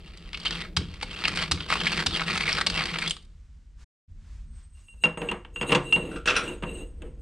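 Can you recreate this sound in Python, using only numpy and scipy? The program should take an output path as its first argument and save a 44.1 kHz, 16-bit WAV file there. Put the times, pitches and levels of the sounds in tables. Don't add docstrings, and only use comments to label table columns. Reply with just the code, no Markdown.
import sys
import numpy as np
from scipy import signal
from scipy.fft import rfft, irfft, next_fast_len
from scipy.io import wavfile
from scipy.ndimage import map_coordinates

SR = 44100
rng = np.random.default_rng(int(sys.argv[2]) if len(sys.argv) > 2 else 0)


def transcribe(signal):
    frames = np.atleast_2d(signal).T
    limited = np.clip(frames, -1, 1)
    pcm = np.round(limited * 32767).astype(np.int16)
    wavfile.write(sys.argv[1], SR, pcm)


N = 317961
TIME_S = np.arange(N) / SR

# time in seconds, scrape level in dB.
SCRAPE_LEVEL = [(0.0, -54), (0.31, -55), (0.43, -47), (0.53, -38), (0.65, -42.5), (0.81, -50.5),
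                (0.97, -53.5), (1.07, -49.5), (1.11, -44), (1.22, -40), (1.32, -38), (1.42, -32.5),
                (1.47, -39.5), (1.56, -43.5), (1.69, -43), (1.715, -30.5), (1.78, -34), (1.82, -30),
                (1.9, -36), (1.98, -27.5), (2.04, -30.5), (2.1, -44.5), (2.15, -26.5), (2.18, -36),
                (2.25, -37.5), (2.31, -28), (2.425, -37), (2.5, -30), (2.585, -31.5), (2.606, -35),
                (2.73, -36.5), (2.81, -33.5), (2.87, -36.5), (2.96, -37), (3.08, -36), (3.14, -59),
                (3.2, -70), (3.4, -84)]
# time in seconds, centre in Hz.
BITE_CURVE = [(0.3, 2830), (0.5, 2910), (0.66, 1874), (0.8, 2900), (1.25, 2580), (1.44, 2100), (1.53, 3730),
              (1.72, 2500), (1.82, 3100), (1.93, 2690), (2.03, 1574), (2.08, 3920), (2.17, 2974),
              (2.42, 2220), (2.53, 2400), (2.6, 1450), (2.69, 3610), (2.81, 2000), (2.95, 2560),
              (3.03, 2200), (3.1, 3420)]
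# start in seconds, length in seconds, pitch in Hz, level in dB.
BLADE_SQUEAKS = [(0.341, 0.014, 2690, -31.5), (0.451, 0.027, 3140, -26), (1.246, 0.015, 2730, -23),
                 (1.864, 0.016, 2190, -23), (2.406, 0.0078, 2250, -22.5), (2.435, 0.006, 2280, -26.5),
                 (2.456, 0.014, 2200, -31), (2.477, 0.0049, 2270, -20.5), (2.528, 0.0024, 5170, -21),
                 (3.018, 0.015, 2270, -27.5), (3.065, 0.023, 3410, -30.5), (3.107, 0.0061, 3120, -23.5)]
# start in seconds, peak in dB, centre in Hz, treble tilt in dB per octave.
BURR_SNAPS = [(0.173, -30.5, 4050, 6), (0.331, -19, 3017, -0.5), (0.373, -21, 2860, 2),
              (0.4, -22.5, 2994, 4), (0.451, -17, 2400, -1), (0.456, -10, 3320, -4),
              (0.466, -15.5, 2300, 1.5), (0.478, -18, 3300, 3), (0.508, -11, 3730, -2),
              (0.605, -20, 2945, 0), (0.94, -25, 2410, 3), (1.013, -18, 2500, -2.5),
              (1.239, -9.5, 2450, -4), (1.254, -7, 2870, -6), (1.293, -16.5, 2240, -5),
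              (1.335, -23, 2950, -10), (1.359, -11, 2300, 6.5), (1.373, -10.5, 2300, 0),
              (1.425, -13, 3000, -2.5), (1.575, -20, 2390, -7.5), (1.606, -14, 3080, -8.5),
              (1.702, -7.5, 1418, -2), (1.715, -13.5, 1160, 0.5), (1.725, -4.5, 1194, -9.5),
              (1.737, -8, 2326, 2.5), (1.756, -8.5, 1250, -1), (1.769, -20.5, 2400, 3),
              (1.813, -9.5, 2940, -6.5), (1.857, -14, 2140, 2), (1.873, -14, 2180, 3.5),
              (1.919, -9, 2158, 4), (1.965, -20.5, 2258, 1.5), (2.196, -9, 2300, -10.5),
              (2.207, -14, 1224, -0.5), (2.217, -6.5, 1740, -6.5), (2.298, -18.5, 1256, -16.5),
              (2.368, -13, 2234, 2.5), (2.376, -7, 2144, 3.5), (2.41, -17, 2195, 9.5),
              (2.4318, -18.5, 2147, 5.5), (2.457, -20, 2304, -2.5), (2.477, -19, 2220, 0.5),
              (2.49, -13.5, 4180, 2.5), (2.51, -17, 4600, -1), (2.526, -15.5, 5200, 0.5),
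              (2.55, -14, 2830, 3.5), (2.584, -7.5, 1385, -2), (2.6111, -5.5, 1466, 2),
              (2.7, -8.5, 3730, 1.5), (2.776, -7.5, 2800, -4), (2.803, -17, 2000, -11),
              (2.808, -8.5, 1700, -13), (2.82, -14, 1500, -2), (2.856, -11, 3050, 3),
              (2.94, -14, 2880, -13), (2.957, -13, 2500, -20), (2.986, -10, 2130, 5.5),
              (3.015, -23, 2150, 10), (3.024, -16.5, 2220, 6.5), (3.077, -12, 3380, 8),
              (3.097, -13, 4030, 13), (3.108, -12, 3080, 14), (3.167, -24.5, 2060, 4),
              (3.225, -42, 3990, 13), (3.25, -45, 4500, 11)]
# landing in seconds, skip before it in seconds, crack in dB,
# crack centre in Hz, jolt in dB.
BLADE_LANDINGS = [(0.77, 0.12, -4.5, 3640, -20), (1.029, 0.0036, -13, 1940, -30),
                  (1.281, 0.0069, -8.5, 2490, -26), (1.517, 0.034, -4, 4300, -21),
                  (2.066, 0.034, -3.5, 3600, -25.5), (2.669, 0.049, -2.5, 3620, -25.5)]
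# start in seconds, crack in dB,
# clonk in dB, lowest mode in dB, # overtones in dB, delay to seating in seconds, seating clonk in dB.
JAW_KNOCKS = [(4.884, -61, -73.5, -53, -51.5, 0.055, -65),
              (5.038, -17.5, -25.5, -17.5, -26.5, 0.018, -27.5),
              (5.173, -31, -34.5, -47, -34, 0.044, -30.5), (5.288, -27, -43, -30.5, -36, 0.014, -41),
              (5.313, -25.5, -31, -59, -25, 0.0038, -29.5), (5.449, -37, -51.5, -59, -52, 0.0031, -64),
              (5.56, -29.5, -45, -37, -50, 0.04, -49), (5.612, -22.5, -29, -32, -29.5, 0.018, -29.5),
              (5.694, -28, -30, -29, -40, 0.011, -27), (5.72, -13, -19.5, -21, -28, 0.0094, -23),
              (5.749, -12.5, -25.5, -23.5, -33.5, .005, -21), (5.925, -20, -38.5, -16, -22.5, 0.036, -27.5),
              (6.257, -25.5, -36.5, -37, -25, 0.015, -30.5), (6.478, -38, -47, -38, -30, 0.015, -38.5),
              (6.624, -30.5, -31.5, -47, -38, 0.012, -32), (7.02, -39, -50.5, -65, -40, 0.0036, -51.5)]
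# start in seconds, hold in seconds, singing in dB, grinding in dB.
TUBE_PUSHES = [(4.76, 0.23, -74, -100), (5.037, 0.0063, -55.5, -55), (5.213, 0.08, -64, -37.5),
               (5.565, 0.16, -61.5, -65), (5.691, 0.03, -45, -37), (5.855, 0.11, -56.5, -42.5),
               (5.967, 0.2, -62.5, -37), (6.44, 0.095, -58, -38), (6.671, 0.15, -59, -41.5),
               (7.027, 0.037, -78.5, -46.5)]
# start in seconds, impact in dB, clang in dB, clang tilt in dB per octave.
KEY_CLANKS = [(6.114, -42, -43.5, -4), (6.16, -36, -34.5, -7.5), (6.2573, -23.5, -45, -4),
              (6.274, -13, -25, 0), (6.283, -14.5, -33, -20), (6.301, -15.5, -31, -4),
              (6.354, -20.5, -30, -7), (6.364, -13.5, -30.5, 6)]
# peak time in seconds, length in seconds, level in dB.
SLEEVE_SWISHES = [(3.4, 0.49, -78), (3.82, 0.06, -59), (4.33, 0.22, -63.5), (4.597, 0.11, -64),
                  (4.798, 0.08, -66)]
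# time in seconds, level in dB.
RUMBLE_LEVELS = [
    [(0.1, -45), (2.73, -44), (3.11, -46), (3.8, -48)],
    [(4.16, -42.5), (4.53, -42), (4.64, -49.5), (7.2, -39.5)],
]

# frequency in Hz, level in dB, T60 in seconds.
TUBE_MODES = [(2768, 1.5, 1), (6680, -23.5, 0.46), (8000, -24.5, 0.25), (8350, -18, 0.17),
              (9040, -29, 0.23), (10230, -33, 0.19), (11230, -46, .15), (11850, -42, 0.2),
              (13730, -46.5, .2), (14530, -46, .2)]
KEY_MODES = [(1202, -6.5, 0.17), (1340, -5, 0.29), (1410, -2, 0.28), (1506, 1, 0.12), (1566, -8, 0.19),
             (1940, -4.5, 0.13), (2440, -8.5, 0.16), (2580, -17, 0.3), (2724, -13, 0.13), (3370, -11, 0.17),
             (4000, -6, 0.11), (5356, -19, .14), (5760, -6.5, 0.087), (8700, -24.5, 0.1), (9500, -21, 0.17),
             (10600, -37, 0.12)]
LATHE_MODES = [(134.9, -8.5, 0.57), (163.3, -0.5, 0.27), (206, 1.5, 0.14), (290, -5.5, 0.15),
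               (356, -7, 0.24), (382.5, -3, 0.22), (493, -3, 0.19), (463.6, 0.5, 0.15), (565, -9, 0.18),
               (624, -7, 0.16), (812, -8, 0.166), (952, 1.5, 0.052), (1055, -16, 0.2), (1167, -10.5, 0.24)]
BUMP_MODES = [(520, -7, .03), (845, 0, .03)]
# centre in Hz, width in Hz, level in dB.
RIM_MODES = [(160, 19, 11), (1156, 62, -6), (2200, 45, -5), (2834, 25, -6), (3130, 30, -9), (3960, 40, -4),
             (4634, 50, -8), (5355, 50, -8.5), (8240, 150, -9)]
RUBBED_MODES = [(2764, 106, 11.5), (3870, 330, -5), (6680, 78, -5.5), (8000, 120, -4.5), (7900, 1300, -11),
                (8240, 29, 0), (8840, 160, -4.5), (10150, 75, -15.5), (11370, 120, -21.5),
                (12220, 200, -21.5), (12460, 94, -29.5), (13930, 80, -29)]

# frequency in Hz, density in dB.
BLADE_SPECTRUM = [(260, -25), (450, -11.5), (625, -15.5), (794, -6.5), (1040, -7.5), (1190, -3.5),
                  (1320, -5), (1950, -8), (2190, -6), (3700, -7.5), (4700, -4), (5600, -15.5), (6730, -19),
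                  (8670, -14.5), (10500, -33.5), (16000, -49)]
DRONE_SPECTRUM = [(55, -18.5), (85, 5.5), (115, -8), (140, -8.5), (163, -1), (188, -6.5), (220, -2),
                  (265, -14.5), (330, -3.5), (470, -7.5), (700, -19), (1500, -41)]
JOLT_SPECTRUM = [(30, -25.5), (60, -14.5), (85, 14), (150, -13.5), (220, -8.5), (450, -12.5), (900, -59.5)]
JAW_CRACK_SPECTRUM = [(200, -28), (600, -6.5), (950, 9), (2000, 5), (3000, 13.5), (4200, -4.5), (7000, -15),
                      (10000, -29.5), (15000, -47.5)]
CLONK_SPECTRUM = [(70, -12.5), (140, -14.5), (210, -11.5), (260, -12.5), (370, -3.5), (460, -0.5),
                  (660, -8.5), (950, -3.5), (1500, -10.5), (2200, -13), (3000, -31), (4500, -41),
                  (8000, -69), (15000, -72)]
GRIND_SPECTRUM = [(70, -7.5), (145, 4.5), (250, 0.5), (370, 7), (410, 0.5), (455, 9.5), (650, -10.5),
                  (1500, -20), (3000, -20.5), (5500, -47.5), (10000, -53)]
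KEY_CRACK_SPECTRUM = [(180, -44), (300, -32.5), (447, -23), (946, -20.5), (1510, -3), (2210, -12),
                      (2700, 6), (2880, -5), (4440, -14.5), (5700, -15), (7570, -26.5), (9710, -34),
                      (16000, -65)]
BED_SPECTRUM = [(100, -18), (300, -16), (450, -9.5), (800, -21), (1400, -10), (2000, -21), (2600, -13),
                (3500, -20), (5500, -38), (8000, -34), (15000, -75)]
CLOTH_SPECTRUM = [(180, -24.5), (300, -2.5), (392, -11.5), (749, -12), (900, -9), (1480, -7.5), (2840, -11),
                  (3700, -13), (5200, -13), (8360, -15.5), (16000, -52.5)]
RUMBLE_SPECTRUM = [(8.8, -30.5), (15, 3.5), (53, -6.5), (88, -13.5), (117, -28), (150, -22.5), (184, -35),
                   (216, -29), (318, -47), (700, -58.5), (910, -79.5), (1540, -120)]
# frequency in Hz, left-right correlation.
CORRELATION = [(60, .988), (200, .996), (700, .99), (1500, .975), (3100, .95), (6500, .84), (10000, .68),
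               (15000, .4)]


def scraping():
    scrape_db, bite_hz = curve(SCRAPE_LEVEL), curve(BITE_CURVE)
    full_cut_db, skip_db = -31, -22
    drone_db = -40 + 0.65 * (scrape_db - full_cut_db)
    for land_s, skip_s, *_ in BLADE_LANDINGS:
        corners_s = [land_s - skip_s, land_s - skip_s / 2, land_s, land_s + 0.032]
        scrape_db += np.interp(TIME_S, corners_s, [0, skip_db, skip_db, 0])
    rasp = stick_slip(rate_hz=860, spread_db=3.8, t60_s=0.012) + from_db(-17) * noise(BLADE_SPECTRUM)
    rasp += from_db(3.5) * gliding_resonance(rasp, bite_hz, width_hz=550)
    rasp *= from_db(2.2 * wobble(step_s=0.008))
    working = np.interp(TIME_S, [3.3, 3.45], [1, 0])
    return working * (from_db(scrape_db - 1) * rasp + from_db(drone_db) * noise(DRONE_SPECTRUM))


def stick_slip(rate_hz, spread_db, t60_s, bands=10):
    out, cut_samples = np.zeros((2, N)), int(SCRAPE_LEVEL[-1][0] * SR)
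    for hz in np.geomspace(1200, 5200, bands):
        strengths = from_db(spread_db * np.clip(rng.standard_normal(cut_samples), -2, 1.5))
        clumps = from_db(6 * np.minimum(wobble(step_s=0.018)[:cut_samples], 1))
        clicks = strengths * clumps * (rng.random(cut_samples) < rate_hz / bands / SR)
        slip = burst(BLADE_SPECTRUM, t60_s, rise_s=0.0001, samples=2048)
        slip += from_db(8) * signal.lfilter(*resonator(hz, width_hz=220), slip)
        add(out, 0, signal.oaconvolve(clicks[None], slip, axes=1))
    return out / np.std(out[:, :cut_samples])


def squeaking():
    out, t = np.zeros((2, N)), TIME_S[:SR // 4]
    for start_s, length_s, hz, db in BLADE_SQUEAKS:
        drive = np.sin(np.pi * np.minimum(t / length_s, 1)) * noise(BLADE_SPECTRUM, len(t))
        tone = signal.lfilter(*resonator(hz, width_hz=240), drive)
        add(out, start_s, from_db(db) * tone / np.std(tone[:, :int(length_s * SR)]))
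    return out


def snap(centre_hz, treble_db_per_octave):
    hz = np.geomspace(200, 16000, 60)
    emphasis_db = 7 * np.exp(-np.log2(hz / centre_hz) ** 2)
    tilt_db = treble_db_per_octave * np.clip(np.log2(hz / 3000), 0, 1.5)
    spectrum = np.transpose([hz, at_hz(BLADE_SPECTRUM, hz) + emphasis_db + tilt_db])
    crack = burst(spectrum, t60_s=0.0046, rise_s=0.0001, samples=4096)
    buzz = from_db(-2) * burst(spectrum, t60_s=0.031, rise_s=0.0011, samples=4096)
    return (crack + buzz) / np.abs(crack + buzz).max()


def snapping():
    out = np.zeros((2, N))
    for start_s, db, centre_hz, treble_db_per_octave in BURR_SNAPS:
        add(out, start_s, from_db(db - 5.5) * snap(centre_hz, treble_db_per_octave))
    return out


def landing():
    out, graze_lead_s = np.zeros((2, N)), 0.0045
    for land_s, _, crack_db, centre_hz, jolt_db in BLADE_LANDINGS:
        graze = from_db(crack_db - 9.5) * snap(centre_hz, treble_db_per_octave=2.5)
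        slam = from_db(crack_db - 3) * snap(centre_hz, treble_db_per_octave=2.5)
        add(out, land_s - graze_lead_s, graze)
        add(out, land_s, slam)
        add(out, land_s, from_db(jolt_db - 6) * burst(JOLT_SPECTRUM, t60_s=0.43, rise_s=0.0039))
    return out


def tool_bump(start_s):
    out = np.zeros((2, N))
    add(out, start_s, from_db(-22) * struck(BUMP_MODES, scatter_db=0, rise_s=0.0005))
    return out


def rim_ring(blade):
    return sum(from_db(db) * signal.lfilter(*resonator(hz, width_hz), blade)
               for hz, width_hz, db in RIM_MODES)


def knocking():
    out, t = np.zeros((2, N)), TIME_S[:SR // 2]
    choke_db_per_s, lowest_floor_db, overtone_floor_db = 3000, -40, -24
    seat_samples, seat_decay_s = SR // 10, 0.012
    seat_fade = np.exp(-t[:seat_samples] / seat_decay_s)
    for start_s, crack_db, clonk_db, lowest_db, overtones_db, free_s, seat_db in JAW_KNOCKS:
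        choke_db = -choke_db_per_s * np.maximum(t - free_s, 0)
        lowest = struck(TUBE_MODES[:1], scatter_db=0.5)
        lowest *= from_db(lowest_db + np.maximum(choke_db, lowest_floor_db))
        overtones = struck(TUBE_MODES[1:], scatter_db=2, rise_s=0.0005)
        overtones *= from_db(overtones_db + np.maximum(choke_db, overtone_floor_db))
        add(out, start_s, from_db(4) * (lowest + overtones) + jaw_contact(crack_db, clonk_db))
        add(out, start_s + free_s, jaw_contact(seat_db + 3.5, seat_db))
        seat_ring = seat_fade * struck(TUBE_MODES, scatter_db=5, samples=seat_samples)
        add(out, start_s + free_s, from_db(seat_db - 5) * seat_ring)
    return out


def jaw_contact(crack_db, clonk_db):
    hard_knock_db, lowest_hz = -18, TUBE_MODES[0][0]
    tilt_db_per_octave = crack_db - hard_knock_db
    spectrum = [(hz, db + tilt_db_per_octave * np.clip(np.log2(hz / lowest_hz), 0, 1.5))
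                for hz, db in JAW_CRACK_SPECTRUM]
    crack = burst(spectrum, t60_s=0.047, rise_s=0.00015)
    thud = burst(CLONK_SPECTRUM, t60_s=0.24, rise_s=0.002)
    ring = struck(LATHE_MODES, scatter_db=2.5, rise_s=0.0008)
    return from_db(crack_db - 3.5) * crack + from_db(clonk_db - 5.5) * (thud + ring)


def sliding():
    attack_s, release_s, on_jaws_s = 0.041, 0.028, 5.03
    singing_gain = from_db(-86.5) * np.interp(TIME_S, [4.5, 4.8], [0, 1])
    grinding_gain = from_db(-60) * (TIME_S > on_jaws_s)
    for start_s, hold_s, singing_db, grinding_db in TUBE_PUSHES:
        swell = np.clip((TIME_S - start_s) / attack_s + 1, 0, 1) ** 2
        push = swell * np.exp(-np.maximum(TIME_S - start_s - hold_s, 0) / release_s)
        singing_gain += from_db(singing_db) * push
        grinding_gain += from_db(grinding_db) * push
    return tube_song(singing_gain) + grinding_gain * noise(GRIND_SPECTRUM)


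def tube_song(gain):
    firm_db, low_below_hz, detune_share = -61, 5000, 0.011
    firmness = np.minimum(gain / from_db(firm_db) + 1e-9, 1) ** 0.82
    chatter = from_db(3.5 * wobble(step_s=0.009))
    warped_s = TIME_S + np.cumsum(detune_share * wobble(step_s=0.018)) / SR
    friction, song = noise([(1000, 0), (16000, 0)]), 0
    for hz, width_hz, db in RUBBED_MODES:
        tone = from_db(db) * rubbed(friction, hz, width_hz)
        if hz < low_below_hz:
            detuned = np.array([np.interp(warped_s, TIME_S, channel) for channel in tone])
            song += firmness * chatter * detuned
        else:
            song += from_db(4.5 * wobble(step_s=0.028)) * tone
    return gain * song


def chuck_key():
    out, lowest_hz = np.zeros((2, N)), KEY_MODES[0][0]
    for start_s, impact_db, clang_db, db_per_octave in KEY_CLANKS:
        crack = from_db(-6) * burst(KEY_CRACK_SPECTRUM, t60_s=0.11, rise_s=0.00032)
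        bed = from_db(-14) * burst(BED_SPECTRUM, t60_s=0.39, rise_s=0.0034)
        modes = [(hz, db + db_per_octave * np.log2(hz / lowest_hz), t60_s) for hz, db, t60_s in KEY_MODES]
        clang = struck(modes, scatter_db=2, rise_s=0.0004)
        add(out, start_s, from_db(impact_db) * (crack + bed) + from_db(clang_db) * clang)
    return out


def handling():
    hz, width_hz, _ = RUBBED_MODES[5]
    touch = np.interp(TIME_S, [4.45, 4.551, 4.9, 5.0], [0, 1, 1, 0])
    return from_db(-70.5) * touch * rubbed(noise(CLOTH_SPECTRUM), hz, width_hz)


def room_tail(x, t60_s):
    spectrum = [(100, 4), (1000, -1), (4000, -1.5), (9000, 0), (15000, -2.5)]
    tail = burst(spectrum, t60_s, rise_s=0.0027)
    tail /= np.sqrt(np.sum(tail ** 2) / 2)
    return signal.oaconvolve(x.mean(axis=0)[None], tail, axes=1)[:, :N]


def sleeves():
    swishes = sum(from_db(db - 3) * np.exp(-(2 * (TIME_S - peak_s) / length_s) ** 2)
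                  for peak_s, length_s, db in SLEEVE_SWISHES)
    return (from_db(-76) + swishes) * noise(CLOTH_SPECTRUM)


def rumble():
    return from_db(curve(np.vstack(RUMBLE_LEVELS)) + 4.5) * noise(RUMBLE_SPECTRUM)


def from_db(db):
    return 10 ** (np.asarray(db) / 20)


def unit_rms(x):
    return x / np.sqrt(np.mean(x ** 2) + 1e-20)


def curve(rows):
    return np.interp(TIME_S, *np.transpose(rows))


def at_hz(rows, hz):
    known_hz, values = np.transpose(rows)
    return np.interp(np.log(hz + 1), np.log(known_hz), values)


def wobble(step_s):
    knots_s = np.arange(0, N / SR, step_s)
    return np.interp(TIME_S, knots_s, rng.standard_normal(len(knots_s)))


def add(out, start_s, sound):
    start = round(start_s * SR)
    out[:, start:start + sound.shape[1]] += sound[:, :N - start]


def noise(spectrum, samples=N):
    padded = next_fast_len(samples)
    hz = np.arange(padded // 2 + 1) * SR / padded
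    correlation = at_hz(CORRELATION, hz)
    mid, side = rfft(rng.standard_normal((2, padded)))
    pair = np.sqrt(1 + correlation) * mid + np.sqrt(1 - correlation) * side * [[1], [-1]]
    return unit_rms(irfft(pair * from_db(at_hz(spectrum, hz)), padded)[:, :samples])


def burst(spectrum, t60_s, rise_s, samples=SR // 2):
    t = TIME_S[:samples]
    return noise(spectrum, samples) * np.exp(-np.log(1000) * t / t60_s) * (1 - np.exp(-t / rise_s))


def struck(modes, scatter_db, samples=SR // 2, rise_s=0.00011):
    hz, db, t60_s = np.transpose(modes)[:, :, None]
    t = TIME_S[:samples]
    gain = from_db(db + scatter_db * rng.standard_normal(hz.shape)) * rng.choice([-1, 1], hz.shape)
    envelope = gain * np.exp(-np.log(1000) * t / t60_s) * (1 - np.exp(-t / rise_s)) ** 2
    skew_rad = np.arccos(at_hz(CORRELATION, hz)) / 2 * rng.choice([-1, 1], hz.shape)
    phase_rad = 2 * np.pi * hz * t
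    return np.array([(envelope * np.sin(phase_rad + ear * skew_rad)).sum(axis=0) for ear in (1, -1)])


def resonator(hz, width_hz):
    r = np.exp(-np.pi * width_hz / SR)
    return np.array([1, 0, -1]) * (1 - r * r) / 2, [1, -2 * r * np.cos(2 * np.pi * hz / SR), r * r]


def rubbed(friction, hz, width_hz):
    mode = resonator(hz, width_hz)
    return unit_rms(signal.lfilter(*mode, signal.lfilter(*mode, friction)))


def gliding_resonance(x, hz, width_hz, block_samples=256):
    out, state = np.zeros_like(x), np.zeros((2, 2))
    for i in range(0, N, block_samples):
        block = slice(i, i + block_samples)
        out[:, block], state = signal.lfilter(*resonator(hz[i], width_hz), x[:, block], zi=state)
    return out


def from_the_right(x, lag_samples):
    late = map_coordinates(x[0], [np.arange(N) - lag_samples], order=1)
    return np.array([from_db(0.85) * late, x[1]])


def scene():
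    blade = scraping() + squeaking() + snapping() + landing() + tool_bump(start_s=1.029)
    deburring = from_the_right(blade + rim_ring(blade), lag_samples=1.48)
    chucking = handling() + knocking() + sliding() + chuck_key()
    direct = from_db(-1) * deburring + chucking
    return direct + from_db(-11) * room_tail(direct, t60_s=0.24) + rumble() + sleeves()


def record(dry):
    stop_s, fade_out_s, resume_s, fade_in_s = 3.845, 0.0054, 4.075, 0.022
    low_hz, high_hz = 32, 16700
    gate = np.clip(np.maximum((stop_s - TIME_S) / fade_out_s, (TIME_S - resume_s) / fade_in_s), 0, 1)
    highpass = signal.butter(4, low_hz, "high", fs=SR, output="sos")
    lowpass = signal.cheby2(14, 70, high_hz, fs=SR, output="sos")
    return signal.sosfilt(lowpass, gate * signal.sosfilt(highpass, dry) + 1e-18)


dry = scene()
out = record(dry)
transcribe(out)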